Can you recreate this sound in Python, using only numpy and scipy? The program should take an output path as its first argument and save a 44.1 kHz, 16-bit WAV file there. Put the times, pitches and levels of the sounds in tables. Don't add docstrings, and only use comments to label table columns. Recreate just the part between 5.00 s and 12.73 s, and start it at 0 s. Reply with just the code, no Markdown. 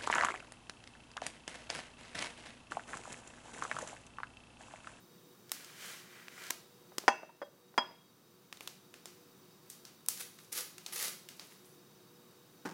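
import sys
import numpy as np
from scipy import signal
from scipy.fft import rfft, irfft, next_fast_len
from scipy.io import wavfile
from scipy.ndimage import uniform_filter1d

SR = 44100
rng = np.random.default_rng(int(sys.argv[2]) if len(sys.argv) > 2 else 0)


def pcm_store(signal):
    levels = np.round(np.clip(np.atleast_2d(signal), -1, 1) * 32767)
    wavfile.write(sys.argv[1], SR, levels.astype(np.int16).T)


N = 340893

# frequency in Hz, relative level in dB.
HUM_EQ = [(25, -24), (70, -22), (110, -3), (170, 2), (240, -2), (370, -2), (550, -9.5), (750, -11.5),
          (1150, -9.5), (2000, -18), (4500, -18), (7000, -20), (12000, -22.5), (16000, -19.5)]
# centre in Hz, width in Hz, level in dB.
WHINES = [(181.1, 46, -74.5), (363.9, 18, -71), (484.5, 4.8, -74.5), (3777, 93, -77), (4600, 64, -80),
          (5170, 60, -82.5), (5955, 92, -79.5), (14720, 500, -75.5)]
# frequency in Hz, time to fall 60 dB in seconds.
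ROOM_DECAY = [(200, 0.87), (600, .42), (1400, 0.44), (3700, .52), (9700, .4), (16000, 0.42)]
# fastest moment, rise and fall in seconds,
# then relative rub and swish levels in dB.
SLIDE_STROKES = [(.6, 0.09, 0.4, -59.5, -59), (0.859, 0.078, .14, -51, -49), (1.16, .11, 0.15, -57, -63.5),
                 (1.48, 0.16, .03, -52, -54)]
# centre in Hz, width in Hz, boost in dB.
SURFACE_RESONANCES = [(1603, 200, 3), (1957, 150, 3), (2355, 160, 4), (3050, 150, 4.5)]
# frequency in Hz, relative level in dB.
RUB_EQ = [(250, -36), (450, -5.5), (700, -8.5), (950, -7.5), (1300, -2.5), (1600, -1.5), (2350, -2.5),
          (2900, -10), (5000, -16.5), (7000, -24)]
# frequency in Hz, relative level in dB.
SWISH_EQ = [(1500, -23), (2500, -7), (2950, 1), (3600, -3), (6500, -2.5), (10000, -7.5), (16000, -12.5)]
# start in seconds, relative level in dB, ring pitch in Hz,
# treble tilt in dB per octave, relative reverb send in dB.
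BUCKLES = [(.495, -37.5, 4160, -1, -7), (.518, -15, 1800, 1.5, -7), (.646, -35, 6300, -0.5, -2),
           (1.283, -29.5, 2400, -4, -18), (1.439, -34, 1903, 0, -7), (1.468, -33.5, 1903, 0, -8),
           (1.503, -26.5, 1156, -4, -3.5), (1.5062, -13, 1800, .5, -12.5), (1.983, -14.5, 5830, -2, -13),
           (3.527, -25, 2400, -2.5, -8.5), (3.572, -36.5, 4600, -4, -7), (3.608, -27, 2600, -4, -6),
           (3.6752, -21, 3440, -1, -7.5), (3.941, -33.5, 2180, -3.5, -2), (4.057, -28.5, 7260, -2, -3),
           (4.701, -29, 8680, 2.5, -.5), (4.852, -33, 5540, -2, 0), (5.0624, -33, 10700, 2.5, -19),
           (5.086, -9, 9230, 4, -5), (5.175, -30.5, 6000, 2, -7), (5.389, -38, 3580, -4, -10),
           (5.527, -23.5, 11000, 2.5, 0), (5.608, -24, 9000, 0, -11.5), (5.782, -31, 2220, -1.5, -3),
           (5.8633, -23, 4500, -1, -3), (6.027, -20, 11100, -1, -1), (6.288, -30, 2400, -1, 0),
           (6.396, -28.5, 4420, -3, -1)]
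# frequency in Hz, relative level in dB.
SNAP_EQ = [(60, -23), (250, -8), (430, -4.5), (800, -1), (2000, -2.5), (6000, 0.5), (11000, -3.5),
           (16000, -8.5)]
# start in seconds, relative level in dB, first rocking gap in seconds,
# loss per contact in dB, contact cutoff in Hz (lower is softer), tray note in Hz,
# then the ring of the mug's wall and of its base in relative dB.
MUG_KNOCKS = [(1.92, -47, .002, 4.5, 1200, 701, -12, -21), (2.039, -37.5, 0.0046, 15, 686, 385, -21, -25),
              (2.0808, -4, 0.0027, 3.5, 3200, 852, 5.5, 1.5), (2.232, -33, .0019, 4, 805, 667, -11, -22.5),
              (2.293, -44.5, 0.0021, 2, 1200, 950, -5, -21), (2.4173, -28, 0.0034, 1.3, 1200, 553, -20, 22),
              (2.742, -42, .002, 9, 1500, 400, -24, -22.5), (2.7788, -8.5, 0.0029, 2.5, 2795, 927, -12, 22),
              (2.91, -44.5, 0.0031, 7, 400, 230, -18, -21)]
# frequency in Hz, relative level in dB.
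CONTACT_EQ = [(40, -41), (120, -22.5), (230, -6.5), (340, -6), (520, -4.5), (900, -1), (1950, -3),
              (2800, -12), (3900, -19), (5000, -6.5), (8000, -13.5), (10000, -17), (15000, -25.5)]
# pitch in Hz, relative level in dB, time to fall 60 dB in seconds.
TRAY_MODES = [(238, -23, .08), (385, -31, 0.034), (577, -22, .11), (634, -31, 0.27), (804.4, -23.5, .15),
              (950, -32, 0.24), (1015, -31, 0.23), (1206, -30, .15), (1420, -34, 0.11), (1500, -30, .15),
              (1713, -28.5, .07), (1880, -23, .062)]
# pitch in Hz, relative level in dB,
# time to fall 60 dB in seconds, share of the mode in the base rather than the wall.
GLASS_MODES = [(2620, -40.5, 0.39, 0.062), (2700, -49, 0.27, 0), (2720, -43.5, 0.57, 0.18),
               (2740, -43, 0.31, 0.21), (3276, -32.5, 0.12, 1), (3300, -46, 0.23, 1),
               (4500, -43, .24, 0.25), (5060, -36, 0.068, 0.072), (4970, -30, .07, 0.98),
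               (5016, -53, 0.36, 0.86), (5960, -42.5, 0.38, 0), (6404, -40.5, 0.2, 0.1),
               (7160, -51, 0.24, 0.094), (8100, -29.5, .06, 0.14), (9400, -39.5, .07, 0.22),
               (10600, -42.5, 0.099, .2), (14100, -50.5, .06, 0.39)]
# peak time in seconds, relative level in dB.
SQUEEZES = [(2.0, -67.5), (3.64, -63), (4.1, -68), (4.71, -65.5), (5.41, -59), (5.9, -57.5), (6.41, -64),
            (6.53, -58), (6.69, -62.5)]
# frequency in Hz, relative level in dB.
FIBRE_EQ = [(150, -44.5), (250, -11.5), (319, -12), (476, -4), (674, -13), (860, -6.5), (955, -10.5),
            (1220, -2.5), (1350, -6), (2050, -2), (3340, -4.5), (6250, -2), (7700, -4.5), (10900, -0.5),
            (16000, -9.5)]
# start, fastest moment and end in seconds,
# relative level in dB, surge boost in dB.
RIP_PULLS = [(5.088, 5.207, 5.23, -54.5, 14), (5.525, 5.58, 5.618, -44.5, 7),
             (5.928, 6.042, 6.08, -42, 5.5)]
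# frequency in Hz, relative level in dB.
BUMP_EQ = [(30, -43), (70, -28), (170, -1), (380, -1), (600, -13), (900, -2), (1150, -12), (1500, -7),
           (2000, -16), (3500, -25.5), (5500, -22.5), (9000, -30.5), (16000, -39.5)]


def amp(db):
    return np.exp(np.asarray(db) * np.log(10) / 20)


def unit(x):
    return x / np.sqrt(np.mean(x ** 2) + 1e-20)


def along(points, hz):
    point_hz, values = np.transpose(points)
    return np.interp(np.log(hz + 1), np.log(point_hz + 1), values)


def bell(hz, centre, width):
    return 1 / (1 + (2 * (hz - centre) / width) ** 2)


def filtered(x, gain):
    size = next_fast_len(N + SR // 2)
    return irfft(rfft(x, size) * gain(np.fft.rfftfreq(size, 1 / SR)), size)[:N]


def coloured(x, eq):
    return unit(filtered(x, lambda hz: amp(along(eq, hz))))


def pulse(shape_db, size=2048):
    cepstrum = irfft(np.log(amp(shape_db(np.fft.rfftfreq(size, 1 / SR))) + 1e-6))
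    cepstrum[1:size // 2] *= 2
    cepstrum[size // 2 + 1:] = 0
    click = irfft(np.exp(rfft(cepstrum)))
    return click / np.abs(click).max()


def fade(t, t60):
    return np.exp(-np.log(1000) * t / t60)


def swell(start, end, rise, fall):
    t = np.arange(N) / SR
    return np.exp(-(np.minimum(t - start, 0) / rise) ** 2 - (np.maximum(t - end, 0) / fall) ** 2)


def wobble(rate):
    knots = rng.standard_normal(int(N * rate / SR) + 2)
    return np.interp(np.arange(N) * rate / SR, np.arange(len(knots)), knots)


def add(track, start, sound):
    i = round(start * SR)
    track[i:i + len(sound)] += sound[:N - i]


def scatter(t60, db):
    t = np.arange(SR // 20) / SR
    tail = rng.standard_normal(len(t)) * fade(t, t60)
    return (t == 0) + amp(db) * tail / np.linalg.norm(tail)


def grains(rate, spread_db):
    when, chance, side = rng.random((int(rate * N / SR), 3)).T
    size = amp(-spread_db * np.log(chance + .02)) * np.sign(side - .5)
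    return unit(np.bincount((when * N).astype(int), size, N))


def slipping(rate, spread_db, slip_rate, slip_db, patch_db):
    out = np.zeros(N)
    for edges_hz in [(100, 3000), (3000, 7500), (7500, 18000)]:
        bandpass = signal.butter(2, edges_hz, "band", fs=SR, output="sos")
        band = signal.sosfilt(bandpass, grains(rate, spread_db))
        out += band * amp(patch_db * wobble(slip_rate))
    return out * amp(slip_db * wobble(slip_rate))


def machine_hum():
    power = lambda hz: sum((amp(db) * unit(bell(hz, centre, width))) ** 2 for centre, width, db in WHINES)
    whines = filtered(rng.standard_normal(N), lambda hz: np.sqrt(power(hz)))
    return amp(-62) * coloured(rng.standard_normal(N), HUM_EQ) + whines


def room(x, build_s=0.0035):
    hz, t, noise = signal.stft(rng.standard_normal(SR * 3 // 4), SR, nperseg=256)
    tail = signal.istft(noise * fade(t, along(ROOM_DECAY, hz)[:, None]), SR, nperseg=256)[1]
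    tail *= 1 - np.exp(-np.arange(len(tail)) / SR / build_s)
    return signal.fftconvolve(x, tail / np.linalg.norm(tail))[:N]


def packet_slide():
    rub_power, swish_power = np.zeros((2, N))
    for fastest, rise, fall, rub_db, swish_db in SLIDE_STROKES:
        stroke = swell(fastest, fastest, rise, fall)
        rub_power += (amp(rub_db) * stroke) ** 2
        swish_power += (amp(swish_db) * stroke) ** 2
    hollow = lambda hz: amp(sum(db * bell(hz, centre, width) for centre, width, db in SURFACE_RESONANCES))
    friction = slipping(rate=6000, spread_db=0.5, slip_rate=110, slip_db=1.5, patch_db=1.5)
    rub = np.sqrt(rub_power) * coloured(filtered(friction, hollow), RUB_EQ)
    swish = np.sqrt(swish_power) * coloured(grains(rate=9900, spread_db=3), SWISH_EQ)
    return amp(-1) * (rub + swish) + amp(-8) * room(rub + swish)


def packet_snaps(ring_db=6.5, ring_octaves=0.55, bass_hz=1100, room_ring=0.22):
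    direct, send = np.zeros((2, N))
    for start, db, ring_hz, tilt_db, send_db in BUCKLES:
        bass_db = 5.5 + .45 * db
        octaves = lambda hz: np.log2((hz + 100) / ring_hz)
        body = lambda hz: along(SNAP_EQ, hz) + tilt_db * octaves(hz) + bass_db / (1 + (hz / bass_hz) ** 4)
        ring = lambda hz: ring_db * np.exp(-(octaves(hz) / ring_octaves) ** 2)
        near = signal.fftconvolve(pulse(lambda hz: body(hz) + ring(hz)), scatter(t60=0.014, db=2))
        far = pulse(lambda hz: body(hz) + room_ring * ring(hz))
        add(direct, start, amp(db + 8) * near / np.linalg.norm(near))
        add(send, start, amp(db + 7.5 + send_db) * far / np.linalg.norm(far))
    return direct + room(send)


def ringing(hz, t60, attack_s=0.0046):
    t = np.arange(SR // 2) / SR
    return np.sin(2 * np.pi * hz[:, None] * t) * fade(t, t60[:, None]) * (1 - np.exp(-t / attack_s))


def mug_on_tray(contacts=8, quicken=.35, note_db=9, note_octaves=0.18, hollow=0.95):
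    out = np.zeros(N)
    tray_hz, tray_db, tray_t60 = np.transpose(TRAY_MODES)
    glass_hz, glass_db, glass_t60, base_share = np.transpose(GLASS_MODES)
    tray, glass = ringing(tray_hz, tray_t60), ringing(glass_hz, glass_t60)
    for start, db, first_gap, loss_db, cutoff_hz, note_hz, wall_db, base_db in MUG_KNOCKS:
        soft_db = lambda hz: -10 * np.log10(1 + (hz / cutoff_hz) ** 4)
        spot_db = lambda hz: note_db * np.exp(-(np.log2((hz + 1) / note_hz) / note_octaves) ** 2)
        contact = pulse(lambda hz: along(CONTACT_EQ, hz) + soft_db(hz) + hollow * spot_db(hz))
        gaps = first_gap * np.arange(1, contacts + 1) ** -quicken
        gaps *= 1 + 0.027 * rng.standard_normal(contacts)
        for k, delay in enumerate(np.cumsum(gaps) - gaps):
            clack = signal.fftconvolve(contact, scatter(t60=0.032, db=-7.5))
            add(out, start + delay, amp(db - loss_db * k) * clack)
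        push_db = 3 * np.log2(2400 / cutoff_hz)
        tray_drive_db = push_db + soft_db(tray_hz) + spot_db(tray_hz)
        glass_drive_db = .5 * soft_db(glass_hz) + base_share * base_db + (1 - base_share) * wall_db
        add(out, start, amp(db + tray_db + tray_drive_db) @ tray)
        add(out, start, amp(db + glass_db + glass_drive_db) @ glass)
    return out + amp(-15.5) * room(out)


def packet_crinkle():
    squeeze = sum(amp(db) * swell(peak, peak, rise=0.052, fall=.055) for peak, db in SQUEEZES)
    creases = slipping(rate=1100, spread_db=4, slip_rate=100, slip_db=3, patch_db=5.5)
    return squeeze * coloured(creases, FIBRE_EQ)


def packet_rip(surge_share=.18, crackle_db=-4.5):
    pulls = np.zeros(N)
    for start, fastest, end, db, surge_db in RIP_PULLS:
        surge_s = surge_share * (end - start)
        surge = swell(fastest, fastest, surge_s, surge_s)
        pulls += amp(db + surge_db * surge) * swell(start, end, rise=0.0048, fall=.014)
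    fibres = coloured(slipping(rate=6100, spread_db=-1, slip_rate=230, slip_db=3, patch_db=2), FIBRE_EQ)
    crackle = coloured(grains(rate=160, spread_db=3), FIBRE_EQ)
    return pulls * (fibres + amp(crackle_db) * crackle)


def bump(start_s=7.652, db=-39, t60=0.43):
    t = np.arange(N) / SR - start_s
    rattle = coloured(grains(rate=1500, spread_db=3), BUMP_EQ)
    return amp(db) * (t > 0) * fade(np.abs(t), t60) * rattle


def scene():
    mix = machine_hum() + packet_slide() + packet_snaps() + mug_on_tray()
    wrapper = packet_crinkle() + packet_rip()
    return (mix + amp(-1.5) * wrapper + amp(-5) * room(wrapper) + bump())[None]


def record(dry, threshold_db=-31, squeeze=0.35, release_db_per_s=3, lag_s=0.054, top_hz=16000):
    mix = dry[0]
    level_db = 10 * np.log10(np.abs(uniform_filter1d(mix ** 2, size=441)) + 1e-12)
    wanted_db = squeeze * np.maximum(level_db - threshold_db, 0)
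    release_db = release_db_per_s * np.arange(N) / SR
    held_db = np.maximum.accumulate(wanted_db + release_db) - release_db
    step = 1 / (lag_s * SR)
    duck_db = signal.lfilter([step], [1, step - 1], held_db)
    return filtered(mix * amp(-duck_db), lambda hz: hz < top_hz)[None]


dry = scene()
out = record(dry)
pcm_store(out)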